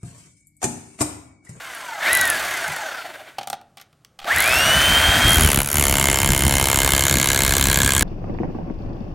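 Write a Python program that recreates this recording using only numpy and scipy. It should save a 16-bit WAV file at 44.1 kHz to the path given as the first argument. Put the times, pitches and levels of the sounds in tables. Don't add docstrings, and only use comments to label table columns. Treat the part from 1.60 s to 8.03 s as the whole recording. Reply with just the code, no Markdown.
import sys
import numpy as np
from scipy import signal
from scipy.fft import rfft, irfft, next_fast_len
from scipy.io import wavfile
from scipy.ndimage import map_coordinates

SR = 44100
rng = np.random.default_rng(int(sys.argv[2]) if len(sys.argv) > 2 else 0)


def master(y):
    cut = np.clip(np.atleast_2d(y).T, -1, 1)
    pcm = np.round(cut * 32767)
    wavfile.write(sys.argv[1], SR, pcm.astype(np.int16))


N = 283563
TIME = np.arange(N) / SR

# time in seconds, mesh pitch in Hz.
SQUEEZE_SPEED = [(.385, 785), (.41, 870), (.44, 1196), (.49, 1810), (.53, 2004), (.63, 1928)]
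HAMMERING_SPEED = [(3.68, 3214), (3.82, 3198), (3.88, 2955), (3.95, 2835), (4.03, 2861), (4.17, 3078),
                   (4.23, 2860), (4.45, 2811), (4.75, 2799), (6.43, 2780)]
# time in seconds, gain in dB.
OPENING_GAIN = [(0, -11), (.38, -4.5), (.44, 0)]
# mesh pitch in Hz, level in dB.
WHINE_LEVELS = [(450, -87), (620, -61), (850, -34.5), (1100, -48), (1370, -49.5), (1620, -29.5),
                (1930, -19.5), (2350, -23), (2750, -21.5), (3200, -19.5)]
# multiple of the mesh pitch,
# level in dB relative to the rattle, resonance in Hz, half its width in Hz.
GEAR_OVERTONES = [(2, -12, 4000, 300), (2, -14, 5550, 550), (3, -15.5, 8750, 750), (4, -28, 11800, 600),
                  (5, -26, 15500, 700)]
# multiple of its turning rate, level in dB.
ROTOR_TONES = [(3, -2.5), (4, 4), (6, -2.5), (7, -3.5), (8, 1), (9, -18), (10, 0.5), (12, -1)]
# time in seconds, gain in dB.
AIR_GAIN = [(.3, -17.5), (.6, -5.5), (2.7, 0.5), (3.05, -3), (3.6, 7), (3.85, 3.5), (4.07, -13.5), (4.2, 2),
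            (6.4, 4.5)]
# start in seconds, first tap's level in dB, length in seconds.
TAP_RUNS = [(.149, -25, 0), (.5304, -2.5, .03), (.572, -6.5, 0), (.612, -2, 0), (.6539, -9.5, .03),
            (.7004, -0.5, 0), (.7452, -21.5, .06), (.85, -16, 0), (.909, -16.5, .08), (1.0799, -17, .1),
            (2.7615, -4.5, .23)]
# time of its peak in seconds, level in dB.
TRIGGER_PULLS = [(0.45, -20), (2.71, -17)]
# start in seconds, level in dB, then body,
# tick and rebound in dB relative to it, then the scrape's fade time in seconds.
# A fade time (t60) is how long a sound takes to drop by 60 dB.
CONTACTS = [(1.7835, -14.5, 1, -19.5, -22, .04), (1.811, -26, 4, -16, -21, .05),
            (1.831, -26, -3, -8, -13, 0.027), (1.8727, -23.5, 3, 2, -10, .025),
            (1.9005, -22.5, 2.5, 5, -30, .02), (1.929, -18, 2.5, -8.5, -9.5, 0.029),
            (2.013, -42.5, -12, -4.5, -20, .01), (2.171, -30, -8, -7, -4, .05),
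            (2.1984, -33.5, -9, -9, -10.5, 0.035), (2.2134, -31.5, -12, -3, -12, .04),
            (2.3283, -48.5, -22, -6.5, -15.5, .025), (2.448, -35, -34, -3, -26, .0074),
            (2.5892, -25, -10, -15, -3.5, 0.031), (2.615, -28.5, -4, -20, -1, 0.12),
            (2.6429, -21.5, -8, -22, -4, 0.02)]
# pitch in Hz, level in dB, fade time in seconds.
BODY_TONES = [(135, -20, .1), (230, -14, .063), (340, -15, .054), (614, -5, .04), (745, 4, .035),
              (790, 3, .045), (1365, -6, .024), (4350, -15, .05), (9050, -27, .07)]
# time in seconds, knock of tool and wall in dB, ring of the steel in dB.
BLOW_LEVELS = [(3.68, -30, -21), (3.83, -22, -19), (4.008, -20, -19.5), (4.028, -34, -25),
               (4.115, -30, -23), (4.15, -22.5, -21), (4.95, -24.5, -22.5), (5.6, -23.5, -21.3),
               (6.4, -22.5, -20.3)]
# time in seconds, depth (0 loose, 1 biting, 2 wedged).
CHISEL_DEPTH = [(3.7, 0), (4.13, 0), (4.35, 1.03), (4.85, 1), (5.1, 1.18), (5.5, 1.906), (6.4, 1.99)]
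# pitch in Hz, fade time in seconds, dB when biting, dB when wedged.
BENDING_TONES = [(680, .034, -18, -21), (884, .054, -19, -17), (1680, .04, -19, -5.5),
                 (2115, .035, -6, -17), (2250, .04, -20, -13), (3065, .08, -13.5, -24)]
# time in seconds, gain in dB.
BUCKS = [(3.83, 6), (4.32, 6), (4.71, 8), (4.85, 8), (5.57, 4.5), (6.06, 4.5)]
# frequency in Hz, fade time in seconds.
ROOM_FADE = [(150, 1), (800, .42), (3000, 0.34), (12000, 0.11)]

# frequency in Hz, level in dB.
HOUSING_COLOUR = [(60, -31), (170, -20), (330, -10.5), (450, -13.5), (540, -8.5), (650, -1), (900, -6),
                  (1150, -6.5), (1520, 1.5), (1850, -2.5), (2200, -3.5), (2700, -8), (3600, -8),
                  (4500, -18), (6500, -26)]
HISS_COLOUR = [(2120, -34.5), (3600, -11), (3950, -14.5), (4310, 3), (5070, -3), (6200, 0), (7330, -1.5),
               (9240, -1.5), (10300, -6), (13000, -4.5), (16000, -20.5)]
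AIR_COLOUR = [(15, -47.5), (28, -16.5), (45, -3), (80, 1), (130, -8), (200, -11.5), (300, -13.5),
              (450, -25), (800, -48)]
BACKGROUND_COLOUR = [(15, -41), (25, -17.5), (137, -3), (285, -15), (734, -16.5), (962, -25.5),
                     (1130, -17.5), (1940, -27.5), (2990, -30), (9070, -34.5), (16000, -46.5)]
LOOSE_RING_COLOUR = [(3500, -16), (5000, -15), (6900, -3), (8100, -10), (9400, -3), (10200, -9.5),
                     (10950, 5.5), (11550, -9), (12200, 0), (13200, -10), (13750, -16.5), (14500, -14),
                     (16000, -14.5)]
BUMP_COLOUR = [(40, -20), (90, -4.5), (160, -0.5), (250, -18), (600, -42.5)]
SCRAPE_COLOUR = [(530, -53), (900, -15.5), (1160, 7.5), (1590, 0.5), (2330, 1.5), (2830, 0), (3110, 4.5),
                 (4310, -2), (7680, -12.5), (11600, -18), (16000, -22)]
TICK_COLOUR = [(1500, -30.5), (4000, -7.5), (6000, -1), (8000, -8), (8600, -1.5), (9100, 1), (9600, -4),
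               (10200, -13.5), (12000, -4), (14000, -11.5), (16000, -11.5)]
BITING_RING_COLOUR = [(2650, -35.5), (4500, -8), (4910, -22), (5300, -8), (6070, -11.5), (7030, 0.5),
                      (7580, -3.5), (8050, -11.5), (8830, -8), (9580, -2.5), (10900, -6.5), (11300, -9),
                      (13600, -9.5), (16000, -19), (16500, -29.5)]
WEDGED_RING_COLOUR = [(2650, -19), (4500, -9.5), (5040, -14), (6070, -8.5), (6990, -1), (7710, -3),
                      (8320, -5.5), (8980, -11.5), (10300, -5.5), (11400, -11.5), (13700, -10),
                      (16100, -22), (16500, -14)]
BITING_KNOCK_COLOUR = [(220, -32.5), (380, -2), (508, -6), (542, -8), (579, -5.5), (1300, -4), (1460, -3),
                       (1810, -10), (2110, -6.5), (2680, -7), (3040, -5), (5000, -18.5), (6500, -37.5),
                       (11000, -120)]
WEDGED_KNOCK_COLOUR = [(220, -26), (380, -3.5), (548, -5.5), (783, -9), (1050, -3), (1420, -7.5), (1660, 6),
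                       (1850, -7.5), (2330, -3.5), (2650, -9), (4210, -4.5), (5000, -24), (6500, -48),
                       (11000, -120)]
RECOIL_COLOUR = [(20, -40.5), (40, 11), (68, -8.5), (100, 1.5), (135, -7), (205, -8.5), (350, -13),
                 (700, -29.5)]

CRANK_TEETH, PINION_TEETH = 41, 5
FREE_HZ = 3246
FIRST_BLOW_S = 3.6804


def amp(db):
    return np.exp(np.asarray(db) * (np.log(10) / 20))


def unit(x):
    return x / np.sqrt(np.mean(x ** 2) + 1e-20)


def along(points, hz):
    frequencies, values = np.transpose(points)
    return np.interp(np.log(hz + 1), np.log(frequencies + 1), values)


def curves(rows, at=TIME):
    seconds, *columns = np.transpose(rows)
    return [np.interp(at, seconds, column) for column in columns]


def wobble(rate):
    step = 16
    knots = rng.standard_normal(int(N * rate / SR) + 4)
    return np.repeat(map_coordinates(knots, [TIME[::step] * rate]), step)[:N]


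def coloured(x, colour):
    size = 4096
    cepstrum = irfft(np.log(amp(along(colour, np.fft.rfftfreq(size, 1 / SR)))))
    cepstrum[1:size // 2] *= 2
    cepstrum[size // 2 + 1:] = 0
    return signal.oaconvolve(x, irfft(np.exp(rfft(cepstrum))))[:N]


def noise(colour):
    return unit(coloured(rng.standard_normal(N), colour))


def place(times, rows):
    index = np.round(np.asarray(times) * SR).astype(int)[:, None] + np.arange(rows.shape[1])
    return np.bincount(index.ravel(), rows.ravel(), N)[:N]


def bursts(count, attack, t60, tail_db, tail_t60, memory=0):
    t = np.arange(SR // 25) / SR
    fresh = rng.standard_normal((count, len(t)))
    fresh[1:] *= np.sqrt(1 - memory ** 2)
    rise = 1 - np.exp(-(t / attack) ** 2)
    fade = amp(-60 * t / t60) + amp(tail_db - 60 * t / tail_t60)
    rows = signal.lfilter([1], [1, -memory], fresh, axis=0) * rise * fade
    return rows / np.linalg.norm(rows, axis=1, keepdims=True)


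def uneven(count, db):
    return amp(db * rng.standard_normal((count, 1)))


def struck(times, rows, colour):
    hits = place(times, rows)
    return unit(coloured(hits, colour)) * np.std(hits)


def coast(start_hz, t):
    friction_hz_per_s, drag_s = 963, 1.51
    friction_hz = friction_hz_per_s * drag_s
    return np.maximum((start_hz + friction_hz) * np.exp(-t / drag_s) - friction_hz, 1)


def motor_speed():
    opening_hz, restart_s = 1448, 2.64
    quick_s, slow_s, quick_share = .09, .257, .458
    squeeze_s = SQUEEZE_SPEED[0][0]
    release_s, release_hz = SQUEEZE_SPEED[-1]
    since = np.maximum(TIME - restart_s, 0)
    shortfall = quick_share * np.exp(-since / quick_s) + (1 - quick_share) * np.exp(-since / slow_s)
    spin_up = np.maximum(FREE_HZ * (1 - shortfall), 1)
    run_down = coast(release_hz, TIME - release_s)
    stages = [coast(opening_hz, TIME), curves(SQUEEZE_SPEED)[0], run_down, spin_up]
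    ends_s = [squeeze_s, release_s, restart_s, FIRST_BLOW_S]
    return np.select([TIME < end for end in ends_s], stages, curves(HAMMERING_SPEED)[0])


def motor_levels(mesh_hz):
    decades = np.log10(mesh_hz / FREE_HZ)
    strain = np.clip(np.gradient(mesh_hz) * SR / 16000, 0, 2)
    load = np.clip((TIME - FIRST_BLOW_S) / .3, 0, 1)
    dip_db = -14 * np.exp(-((TIME - 4.04) / .09) ** 2)
    opening_db, = curves(OPENING_GAIN)
    rattle_db = -14 + 24.5 * decades + 6 * strain - 15 * load + opening_db + .5 * dip_db
    hiss_db = -25 + 28.5 * decades - 8 * load ** 3 + opening_db + dip_db
    whine_db = along(WHINE_LEVELS, mesh_hz) - 32 * load ** 2.5 + dip_db
    return rattle_db, hiss_db, whine_db


def gear_whine(mesh_angle, crank_angle, coasting):
    tone = np.sqrt(2) * np.sin(mesh_angle) * amp(1.1 * wobble(35))
    flutter_db = 20 * np.sin(1.5 * crank_angle) + 10 * wobble(110) - 6
    return tone * amp(np.clip(coasting - .35, 0, 1) * flutter_db)


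def tooth_slap(mesh_hz, mesh_angle):
    return np.sqrt(2) * sum(amp(db) / (1 + ((k * mesh_hz - hz) / width) ** 4) * np.sin(k * mesh_angle)
                            for k, db, hz, width in GEAR_OVERTONES)


def housing_rattle(mesh_hz, shaft_angle, crank_angle, coasting):
    tones = 0
    for multiple, db in ROTOR_TONES:
        resonance_db = 1.7 * along(HOUSING_COLOUR, multiple * mesh_hz / PINION_TEETH)
        tones += amp(db + resonance_db) * wobble(60) * np.sin(multiple * shaft_angle + wobble(60))
    throb_db = (-3.5 + 9.1 * coasting) * np.sin(2 * crank_angle) + .98 * np.sin(crank_angle)
    return (.79 * noise(HOUSING_COLOUR) + (.24 + .71 * coasting) * tones) * unit(amp(throb_db))


def brush_whirr(shaft_angle):
    harmonics, size = 50, 2048
    roughness = rng.standard_normal(harmonics) + 1j * rng.standard_normal(harmonics)
    surface = irfft(np.r_[0, roughness], size)
    position = (shaft_angle / (2 * np.pi) * size).astype(int) % size
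    return unit(coloured(surface[position], HISS_COLOUR))


def motor_hiss(shaft_angle, crank_angle, coasting):
    hiss = .85 * noise(HISS_COLOUR)
    whirr = .95 * coasting * brush_whirr(shaft_angle) + .13 * brush_whirr(shaft_angle)
    return (hiss + whirr) * amp(.9 * np.sin(crank_angle) + 1.5 * wobble(300))


def motor(mesh_hz, crank_turns):
    rattle_db, hiss_db, whine_db = motor_levels(mesh_hz)
    coasting = np.clip(1 - mesh_hz / 2600, 0, 1)
    crank_angle = 2 * np.pi * crank_turns
    mesh_angle = CRANK_TEETH * crank_angle + .15 * np.sin(crank_angle)
    mesh_angle += .08 * wobble(120) + .2 * wobble(20)
    shaft_angle = mesh_angle / PINION_TEETH
    whine = gear_whine(mesh_angle, crank_angle, coasting)
    slap = np.clip(amp(whine_db - rattle_db + 8), 0, 1) * tooth_slap(mesh_hz, mesh_angle)
    rattle = housing_rattle(mesh_hz, shaft_angle, crank_angle, coasting)
    growl = starting_growl(shaft_angle)
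    hiss = motor_hiss(shaft_angle, crank_angle, coasting)
    return amp(whine_db) * whine + amp(rattle_db - 2) * (rattle + slap) + amp(hiss_db) * hiss + growl


def cooling_air(mesh_hz):
    draught_db, = curves(AIR_GAIN)
    db = -25.5 + 58 * np.log10(mesh_hz / FREE_HZ) + draught_db + bucking_db(TIME)
    return amp(db) * unit(noise(AIR_COLOUR) * amp(2.5 * wobble(35)))


def idle_taps(turns):
    fade_db_per_turn, scatter_db = .55, 2.5
    times, levels_db = [], []
    for start_s, first_db, length_s in TAP_RUNS:
        first, last = np.interp([start_s, start_s + length_s], TIME, turns)
        repeat = np.arange(int(last - first) + 1)
        times.extend(np.interp(first + repeat, turns, TIME))
        chance_db = scatter_db * rng.standard_normal(len(repeat)) * (repeat > 0)
        levels_db.extend(first_db - fade_db_per_turn * repeat + chance_db)
    taps = bursts(len(times), attack=.0003, t60=.0076, tail_db=-27.5, tail_t60=.05, memory=.78)
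    return struck(times, taps * amp(np.array(levels_db) + 10.5)[:, None], LOOSE_RING_COLOUR)


def starting_growl(shaft_angle):
    rise_db_per_s, fall_db_per_s = 420, 233.5
    pulls_db = [db - np.maximum(rise_db_per_s * (peak_s - TIME), fall_db_per_s * (TIME - peak_s))
                for peak_s, db in TRIGGER_PULLS]
    growl = np.sqrt(2) * np.sin(7 * shaft_angle + .5 * wobble(220)) * amp(2.5 * wobble(130))
    return amp(np.max(pulls_db, axis=0)) * growl


def handling_bump(at_s=1.11, half_width_s=.05, db=-43):
    return amp(db) * np.exp(-((TIME - at_s) / half_width_s) ** 2) * noise(BUMP_COLOUR)


def clunks(rebound_s=.01):
    start_s, db, body_db, tick_db, rebound_db, scrape_t60 = np.transpose(CONTACTS)
    times = np.r_[start_s, start_s + rebound_s]
    count = len(times)
    db = np.r_[db, db + rebound_db][:, None]
    body_db, tick_db, scrape_t60 = (np.r_[col, col][:, None] for col in (body_db, tick_db, scrape_t60))
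    scrape = bursts(count, attack=.0014, t60=scrape_t60, tail_db=-34, tail_t60=.08) * amp(db + 12.5)
    tick = bursts(count, attack=.0002, t60=.008, tail_db=-24, tail_t60=.06) * amp(db + tick_db + 14)
    t = np.arange(SR // 8) / SR
    ring = sum(uneven(count, db=2) * amp(level - 60 * t / t60) * np.sin(2 * np.pi * hz * t)
               for hz, level, t60 in BODY_TONES)
    ring *= (1 - np.exp(-t / .0025)) * amp(db + body_db - 6)
    return struck(times, scrape, SCRAPE_COLOUR) + struck(times, tick, TICK_COLOUR) + place(times, ring)


def chisel_ring(times, strength, loose, biting, wedged):
    steel = bursts(len(times), attack=.00015, t60=.01, tail_db=-33.5, tail_t60=.07, memory=.91)
    grit = bursts(len(times), attack=.00027, t60=.0082, tail_db=-30, tail_t60=.091)
    crack = (.53 * steel + .85 * grit) * strength
    return (struck(times, crack * loose, LOOSE_RING_COLOUR)
            + struck(times, crack * biting, BITING_RING_COLOUR)
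            + struck(times, crack * wedged, WEDGED_RING_COLOUR))


def steel_pulse():
    hz = np.fft.rfftfreq(SR // 25, 1 / SR)
    delay_s = .000796 + .002205 / (1 + hz / 2500)
    wave = irfft(np.exp(-2j * np.pi * np.cumsum(delay_s) * hz[1]))
    return wave / np.linalg.norm(wave)


def wall_knock(times, strength, loose, biting, wedged):
    count = len(times)
    knocks = bursts(count, attack=.0011, t60=.017, tail_db=-28, tail_t60=.08, memory=.975)
    crumbs = bursts(count, attack=.00096, t60=.017, tail_db=-27.5, tail_t60=.07, memory=.035)
    thud = (.47 * steel_pulse() + .42 * knocks + .61 * crumbs) * uneven(count, db=1.2) * strength
    return (struck(times, thud * np.hypot(loose, biting), BITING_KNOCK_COLOUR)
            + struck(times, thud * wedged, WEDGED_KNOCK_COLOUR))


def recoil(times, strength, delay_s=.0023):
    push = np.hanning(SR // 400)
    pushes = push / np.linalg.norm(push) * strength * uneven(len(times), db=3.3)
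    return struck(times + delay_s, pushes, RECOIL_COLOUR)


def bucking_db(at, half_width_s=.035):
    return sum(db * np.exp(-((at - peak_s) / half_width_s) ** 2) for peak_s, db in BUCKS)


def chisel_bending(times, strength, biting, wedged, delay_s=.001006):
    t = np.arange(SR // 25) / SR
    bending = 0
    for hz, t60, biting_db, wedged_db in BENDING_TONES:
        tone = amp(-60 * t / t60) * np.sin(2 * np.pi * hz * t)
        size = (biting * amp(biting_db) + wedged * amp(wedged_db)) * uneven(len(times), db=2)
        bending += size * tone / np.linalg.norm(tone)
    return place(times + delay_s, bending * strength)


def hammer(mesh_hz, crank_turns):
    jitter_s, swell_db = 2e-5, 2
    times = np.interp(np.arange(int(crank_turns[-1]) + 1), crank_turns, TIME)
    times += jitter_s * rng.standard_normal(len(times))
    moments = times[:, None]
    knock_db, ring_db = curves(BLOW_LEVELS, moments)
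    recoil_db = knock_db - 5 + bucking_db(moments) + swell_db * np.interp(moments, TIME, wobble(14))
    gap_samples = np.interp(moments, TIME, SR * CRANK_TEETH / np.maximum(mesh_hz, 1))
    force = np.sqrt(gap_samples) * uneven(len(times), db=.5)
    depth, = curves(CHISEL_DEPTH, moments)
    loose, biting, wedged = (np.sqrt(np.clip(1 - abs(depth - stage), 0, 1)) for stage in range(3))
    ring = chisel_ring(times, force * amp(ring_db - .54), loose, biting, wedged)
    knock = wall_knock(times, force * amp(knock_db), loose, biting, wedged)
    bending = chisel_bending(times, force * amp(knock_db - 2.5), biting, wedged)
    return ring + knock + bending + recoil(times, force * amp(recoil_db))


def room_echo(x):
    hz, t, spectrum = signal.stft(rng.standard_normal(SR // 2), SR, nperseg=256)
    fade = amp(-60 * t / along(ROOM_FADE, hz)[:, None])
    tail = signal.istft(spectrum * fade, SR, nperseg=256)[1]
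    return signal.fftconvolve(np.pad(x, (SR // 200, 0)), tail / np.linalg.norm(tail))[:N]


def scene():
    mesh_hz = motor_speed()
    turns = np.cumsum(mesh_hz) / SR / CRANK_TEETH
    crank_turns = turns - np.interp(FIRST_BLOW_S, TIME, turns)
    drive = motor(mesh_hz, crank_turns)
    impacts = hammer(mesh_hz, crank_turns) + idle_taps(turns)
    contacts = clunks()
    echo = room_echo(amp(-12.5) * drive + amp(-16.5) * impacts + amp(-14.5) * contacts)
    mono = drive + impacts + contacts + echo + cooling_air(mesh_hz) + handling_bump()
    mono += amp(-62) * noise(BACKGROUND_COLOUR)
    return np.array([mono, mono])


def record(dry):
    ceiling, hardness, top_hz = .68, 6, 15950
    rounded = dry / (1 + np.abs(dry / ceiling) ** hardness) ** (1 / hardness)
    size = next_fast_len(N + SR // 4)
    in_band = np.fft.rfftfreq(size, 1 / SR) < top_hz
    return irfft(rfft(rounded, size) * in_band, size)[:, :N]


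dry = scene()
out = record(dry)
master(out)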